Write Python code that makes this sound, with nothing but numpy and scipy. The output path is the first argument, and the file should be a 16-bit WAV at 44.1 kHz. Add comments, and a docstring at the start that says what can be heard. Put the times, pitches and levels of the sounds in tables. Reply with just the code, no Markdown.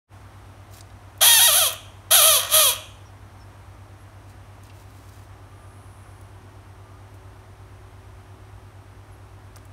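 """A fan hums and hisses in a small room; a toy ball scuffs over a plastic sheet up to a bullfrog.
The frog screams three times: its vocal cords snap shut in sharp pulses and ring its wide-open mouth.
Higher cries are louder; the cords rasp as they tighten, clear as they slacken and sputter when the
air runs out. Later a hand rustles over the sheet and taps the ball down. Faint squeaks, a high hiss
and a thin drone come and go over the fan."""
import sys
import numpy as np
from scipy import signal
from scipy.fft import rfft, irfft, next_fast_len
from scipy.io import wavfile
from scipy.ndimage import uniform_filter1d

SR = 44100
rng = np.random.default_rng(int(sys.argv[2]) if len(sys.argv) > 2 else 0)


def generate_wav(signal):
    """Clip the signal to [-1, 1] and save it as 16-bit WAV at the path in sys.argv[1]."""
    frames = np.transpose(np.atleast_2d(signal))
    scaled = np.clip(frames, -1, 1) * 32767
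    pcm = np.round(scaled).astype(np.int16)
    wavfile.write(sys.argv[1], SR, pcm)


N = 428652
T = np.arange(N) / SR

# one breath a scream: (start [s], attack [s], time the air runs out [s], base level [dB],
# fade after that [dB/s], opening burst [dB], ragged opening [s], held roughness [0-1])
SCREAM_BREATHS = [(1.207, .009, 1.673, -20.8, 290, 5.5, .1, .33),
                  (2.106, .006, 2.37, -19.2, 150, 0.5, .045, .36),
                  (2.487, .056, 2.697, -19.3, 290, 1, .115, .3)]
# pitch of the cords, one curve a scream: (time [s], frequency [Hz])
CORD_PITCH = [
    [(1.21, 577.5), (1.224, 749.1), (1.23, 804.5), (1.244, 811.2), (1.272, 940.9), (1.354, 910.5),
     (1.388, 870.1), (1.398, 715.5), (1.416, 930.3), (1.444, 959), (1.47, 934), (1.482, 662),
     (1.514, 571.8), (1.544, 615.8), (1.56, 726), (1.582, 750.3), (1.69, 465.7)],
    [(2.11, 593), (2.124, 645), (2.142, 775.6), (2.15, 799.3), (2.208, 587.8), (2.278, 656.3), (2.354, 559),
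     (2.39, 467.1)],
    [(2.52, 591.7), (2.568, 637.3), (2.592, 631.4), (2.664, 542), (2.71, 460.4)],
]
# mouth resonances, rung by the snaps: (frequency [Hz], width [Hz], relative level [dB])
MOUTH_MODES = [(2514, 250, -5.5), (3254, 260, 4), (3692, 580, 0), (4300, 470, -7), (4580, 300, -9),
               (6010, 620, -3), (6676, 700, -7.5), (8400, 420, -14.5), (9660, 1200, -3), (11150, 700, 1.5),
               (11620, 1100, -5.5), (14470, 2800, -12)]
# throat resonances, driven by the swing of the cords: (frequency [Hz], width [Hz], relative level [dB])
THROAT_MODES = [(660, 200, -1), (1340, 510, 0), (1913, 81, 0.5)]
# scuffs on the plastic sheet: (middle [s], length [s], level [dB])
SHEET_SCUFFS = [(.758, .11, -50.5), (4.305, .08, -63), (4.663, .08, -59), (4.784, 0.14, -60.5),
                (5.038, 0.42, -62), (5.202, .18, -64)]
# taps and ticks of ball, fingers and frog: (time [s], level [dB], band centre [Hz], t60 [s])
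CONTACTS = [(.808, -37, 5860, 0.02), (.901, -49, 2760, 0.034), (1.178, -48, 11000, 0.019),
            (1.727, -28, 12530, 0.052), (4.635, -48.5, 7900, 0.025), (4.697, -49.5, 3270, 0.068),
            (6.212, -52, 11000, 0.026), (7.14, -59, 10000, .1), (9.5596, -38, 5800, 0.015),
            (9.567, -40, 10400, .009), (9.566, -41, 990, 0.037), (9.582, -49, 4500, .02),
            (9.653, -47, 12500, 0.017)]
# squeaks and thin whistles: (middle [s], level [dB], middle pitch [Hz], glide [Hz/s], length [s])
SQUEAK_GLIDES = [(3.071, -60, 5600, -3000, .06), (3.416, -59, 5400, -4000, 0.052),
                 (4.013, -63, 11100, 2999, .07), (5.598, -59.5, 1193, 118.5, 0.64),
                 (6.893, -59, 1197, 250, .28), (9.135, -61.5, 11210, 4000, .06)]
# motor and blade tones: (frequency [Hz], rms level [dB], pitch wander [Hz])
FAN_TONES = [(48, -59, .1), (57, -61, 1.9), (62.4, -56, 1), (91.7, -51.5, .1), (100.4, -47.5, .02),
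             (137.7, -62.5, 0.58), (288, -73, .05), (325, -69, 0.35), (8454, -78.5, 60), (10920, -80, 8)]
# spectrum of the rushing air: (frequency [Hz], relative density [dB])
AIR_SPECTRUM = [(110, -17.5), (165, -11), (265, -4.5), (460, -12), (690, -7), (1150, -9.5), (2000, -17.5),
                (3200, -23), (4900, -29), (5800, -27), (7500, -33.5), (8700, -29.5), (11300, -32.5),
                (15500, -40.5)]
# reverberation of the room: (band centre [Hz], width [Hz], t60 [s], relative level [dB])
ROOM_BANDS = [(620, 430, 0.68, -1), (1502, 1500, 0.55, 2), (2760, 900, .62, 4), (4700, 2000, 0.44, -3),
              (7450, 3000, 0.59, -3.5), (11500, 5000, 0.37, -7.5)]


def frog():
    """Source and filter: the snaps of the cords ring the mouth, their smooth swing sounds the throat."""
    hz, rough, gain, throat_gain, edge_gain = breath()
    snaps, swing = cords(hz, rough)
    throat = signal.oaconvolve(swing, resonances(THROAT_MODES, cut_hz=510, skirt=1.37))[:N]
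    mouth = signal.oaconvolve(snaps, resonances(MOUTH_MODES, cut_hz=1800, skirt=1.3))[:N]
    edge = colour(mouth, lambda hz: 1 / (1 + (7800 / hz) ** 16))  # the bright top of the cry
    throat, middle, edge = (steady(part, span_s=.029) for part in (throat, mouth - edge, edge))
    return gain * (middle + throat_gain * throat + edge_gain * edge)


def breath(easy_hz=610, tight_hz=725, sputter_hz=590, louder_db_per_oct=6.7, sag_db_per_s=7):
    """Cord tension and air supply govern pitch, roughness, loudness and the balance of throat and edge."""
    rows = np.array(SCREAM_BREATHS)
    current = np.maximum(np.searchsorted(rows[:, 0], T) - 1, 0)
    start, attack, spent, db, fade, burst_db, ragged, held = rows[current].T
    age, overrun = np.maximum(T - start, 0), np.maximum(T - spent, 0)
    opening = -19 * np.maximum(1 - age / attack, 0)  # dB, the swell of the attack
    burst = burst_db * np.exp(-age / .033)
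    # out of air, the cords fall into a dull sputter
    sputter, dull = np.minimum(overrun / .03, 1) ** 2, np.minimum(overrun / .08, 1)
    hz = np.interp(T, *np.concatenate(CORD_PITCH).T)
    octaves = np.log2(hz / easy_hz)
    effort = muscle_lag(octaves)
    tightening = muscle_lag(np.tanh(np.gradient(octaves, T) / 1.3))
    # the cords rasp while tightening and ring clean while slackening or held taut
    rough = held + .2 * tightening - .24 * effort
    rough += (.72 - rough) * np.exp(-(age / ragged) ** 2)  # the first air is ragged
    rough = np.clip(rough + (.92 - rough) * sputter, 0, 1)
    emptying_db = sag_db_per_s * age + fade * overrun  # the cry sags as the lungs empty
    gain = (T > start) * undb(db + opening + louder_db_per_oct * effort + burst - emptying_db)
    # above the tight pitch and below the easy one, the throat falls out of tune with the cords
    detuned_db = -17 * np.log2(np.maximum(hz / tight_hz, 1)) - 20 * np.maximum(-octaves, 0)
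    throat_gain = undb(-4.6 + detuned_db * (1 - dull) + 5.5 * dull)
    # the edge shines while the cords tighten and takes no part in the burst
    edge_gain = undb(3 + opening / 2 - 2.5 * effort + 1.5 * tightening - burst - 10 * dull)
    return hz + (sputter_hz - hz) * sputter, rough, gain, throat_gain, edge_gain


def muscle_lag(x, lag_s=.012):
    """First-order relaxation: muscle follows its control with a short lag."""
    keep = np.exp(-1 / (lag_s * SR))
    return signal.lfilter([1 - keep], [1, -keep], x)


def cords(hz, rough, jitter=.06, tremor=.039, drift=.05, limp=.07,
          shimmer_db=1.7, sputter_db=4.5, rasp=.48, puff_s=.0006):
    """Glottal pulses: roughness scatters their timing and strength, and turbulence follows each one."""
    phase = np.cumsum(hz * (1 + drift * rough * walk(400))) / SR
    cycle = np.arange(1, int(phase[-1]) - 2)
    closure = np.interp(cycle, phase, np.arange(N))  # in samples
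    cycle_rough, cycle_hz = rough[closure.astype(int)], hz[closure.astype(int)]
    timing_draw, strength_draw = rng.standard_normal((len(cycle), 2)).T
    # period doubling: stretched to their highest, the cords alternate long and short cycles
    alternation = (-1) ** cycle * cycle_rough * np.clip((cycle_hz - 700) / 200, 0, 1)
    timing_spread = tremor * cycle_rough + jitter * cycle_rough ** 2
    closure += SR / cycle_hz * (timing_spread * timing_draw + limp * alternation)
    spread_db = shimmer_db * cycle_rough + sputter_db * cycle_rough ** 10
    strength = undb(spread_db * strength_draw + 3.5 * alternation)
    # each snap is a band-limited impulse that can fall between samples
    samples = closure.astype(int)[:, None] + np.arange(-7, 9)
    offset = samples - closure[:, None]
    impulse = np.sinc(offset) * np.cos(np.pi * offset / 16) ** 2
    snaps = np.bincount(np.clip(samples, 0, N - 1).ravel(), (strength[:, None] * impulse).ravel(), N)
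    puffs = unit(signal.lfilter([1], [1, -np.exp(-1 / (puff_s * SR))], snaps))
    air = puffs * rng.standard_normal(N)
    angle = 2 * np.pi * np.interp(np.arange(N), np.sort(closure), cycle)
    swing = np.sin(angle) + undb(-2) * np.sin(2 * angle) + undb(-12) * np.sin(3 * angle)
    swing *= 1 - .48 * rough ** 2
    return unit(snaps) + rasp * (rough + .27) * air, swing + 2.1 * (rough + .15) * air


def resonances(modes, cut_hz, skirt, size=2048):
    """Cavity resonance: the minimum-phase impulse response of a set of modes above a steep low cut."""
    hz = np.arange(size // 2 + 1) * SR / size + 1
    power = sum(undb(db) ** 2 / (1 + (2 * (hz - f) / width) ** 2) ** skirt for f, width, db in modes)
    power = power / (1 + (cut_hz / hz) ** 12) + 1e-7
    cepstrum = irfft(np.log(power) / 2)
    cepstrum[1:size // 2] *= 2  # folding the cepstrum makes the response causal
    cepstrum[size // 2 + 1:] = 0
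    return irfft(np.exp(rfft(cepstrum)))


def scuffs(slips_per_s=700, crinkles_per_s=70):
    """Friction: dense tiny slips on the plastic sheet make noise that bunches into crinkles."""
    slips = rng.standard_normal(N) * undb(3.5 * walk(slips_per_s) + 1.6 * walk(crinkles_per_s))
    rustle = unit(band(slips, 1900, 12500, order=1))
    return rustle * sum(undb(db) * arch(s, length) for s, length, db in SHEET_SCUFFS)


def taps():
    """Damped impacts: each light contact on plastic is a band of noise that decays exponentially."""
    out = np.zeros(N)
    for s, db, hz, t60 in CONTACTS:
        start = int(s * SR)
        t = T[:min(SR // 10, N - start)]
        tick = unit(band(rng.standard_normal(len(t)), hz / 1.5, hz * 1.5))
        out[start:start + len(t)] += undb(db) * tick * decay(t, t60)
    return out


def squeaks(waver=.018):
    """Frequency modulation: faint, far-off tones glide and waver."""
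    out = np.zeros(N)
    for s, db, hz, glide, length in SQUEAK_GLIDES:
        t = np.clip(T - s, -length / 2, length / 2)
        pitch = hz + glide * t + waver * hz * walk(600)
        out += undb(db) * arch(s, length) * sine(pitch)
    return out


def hiss():
    """Amplitude modulation: a high band of noise swells once and fades."""
    return unit(band(rng.standard_normal(N), 9100, 11000)) * undb(-64.5) * arch(5.92, 1.05)


def fan(air_db=-52, sink_db_per_s=.19):
    """Beating: motor hum and blade tone interfere, over a low rumble and a slowly sinking rush of air."""
    tones = sum(np.sqrt(2) * undb(db) * sine(hz + wander * walk(12), rng.random())
                for hz, db, wander in FAN_TONES)
    points_hz, density_db = np.transpose(AIR_SPECTRUM)
    air = colour(rng.standard_normal(N),
                 lambda hz: undb(np.interp(np.log(hz), np.log(points_hz), density_db)))
    air /= np.std(band(air, 400, 3000))  # air_db is the level of this middle band
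    air *= undb(air_db - sink_db_per_s * T + .17 * walk(6))
    rumble = unit(band(rng.standard_normal(N), 45, 100, order=3)) * undb(-56.5 + 2.2 * walk(2))
    return tones + air + rumble


def drone(hz=376, peak_db=-56.5, peak_s=7.9, slope_db_per_s=2.5):
    """Exponential growth and decay: a thin tone swells to one peak and fades."""
    return undb(peak_db - slope_db_per_s * np.abs(T - peak_s)) * sine(hz + .8 * walk(7.8))


def room(x, early_db, early_t60, tail_db):
    """Reverberation: quick reflections from floor and corner walls, then a diffuse tail."""
    t = T[:SR]
    early = rng.standard_normal(SR) * (rng.random(SR) < .03) * (t > .001) * decay(t, early_t60)
    tail = np.zeros(SR)
    for hz, width, t60, db in ROOM_BANDS:
        noise = band(rng.standard_normal(SR), max(hz - width / 2, 100), hz + width / 2)
        tail += undb(db) * noise * decay(t, t60)
    tail *= 1 - np.exp(-t / .0093)  # the diffuse field builds up
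    response = undb(early_db) * early / np.linalg.norm(early) + undb(tail_db) * tail / np.linalg.norm(tail)
    return x + signal.fftconvolve(x, response)[:N]


def undb(db):
    """Decibels to amplitude ratio."""
    return 10 ** (np.asarray(db) / 20)


def unit(x):
    """Normalisation to rms 1."""
    return x / np.sqrt(np.mean(x ** 2))


def steady(x, span_s):
    """Gain control: holds the running rms near 1."""
    power = np.maximum(uniform_filter1d(x ** 2, int(span_s * SR)), 0)
    return x / np.sqrt(power + np.mean(x ** 2) / 1000)


def sine(hz, start_cycles=0):
    """Oscillation whose phase is the integral of frequency."""
    return np.sin(2 * np.pi * (np.cumsum(hz) / SR + start_cycles))


def decay(t, t60):
    """Exponential damping by 60 dB in t60 seconds."""
    return np.exp(-np.log(1000) * t / t60)


def arch(middle_s, length_s):
    """Half-cosine envelope: a rise and fall around a moment."""
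    return np.cos(np.pi * np.clip((T - middle_s) / length_s, -.5, .5))


def walk(per_s):
    """Random modulation: per_s levels a second joined by ramps, at rms 1."""
    hold = int(SR / per_s)
    return unit(uniform_filter1d(np.repeat(rng.standard_normal(N // hold + 1), hold), hold)[:N])


def band(x, lo_hz, hi_hz, order=2):
    """Maximally flat band-pass filtering."""
    sos = signal.butter(order, [lo_hz, min(hi_hz, SR / 2 - 500)], "band", fs=SR, output="sos")
    return signal.sosfilt(sos, x)


def colour(x, gain_at):
    """Spectral shaping by a gain that is a function of frequency."""
    size = next_fast_len(N + 8192)
    hz = np.maximum(np.arange(size // 2 + 1) * SR / size, 1)
    return irfft(rfft(x, size) * gain_at(hz), size)[:N]


def scene():
    """Superposition: all sources add in the middle; the taps are nearer and so sound drier."""
    far = room(frog() + scuffs() + squeaks() + hiss(), early_db=-6.5, early_t60=.052, tail_db=-14.5)
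    near = room(taps(), early_db=-9, early_t60=.03, tail_db=-16)
    mono = far + near + fan() + drone()
    return np.array([mono, mono])


def record(dry, ceiling=.95, top_hz=15700):
    """Saturation and band limiting: after a quick fade-in, peaks are rounded and the top is cut."""
    sound = dry * np.clip((T - .07) / .06, 0, 1) ** 2
    rounded = sound / (1 + (sound / ceiling) ** 4) ** .25
    return signal.sosfiltfilt(signal.ellip(10, .1, 50, top_hz, fs=SR, output="sos"), rounded)


dry = scene()
out = record(dry)
generate_wav(out)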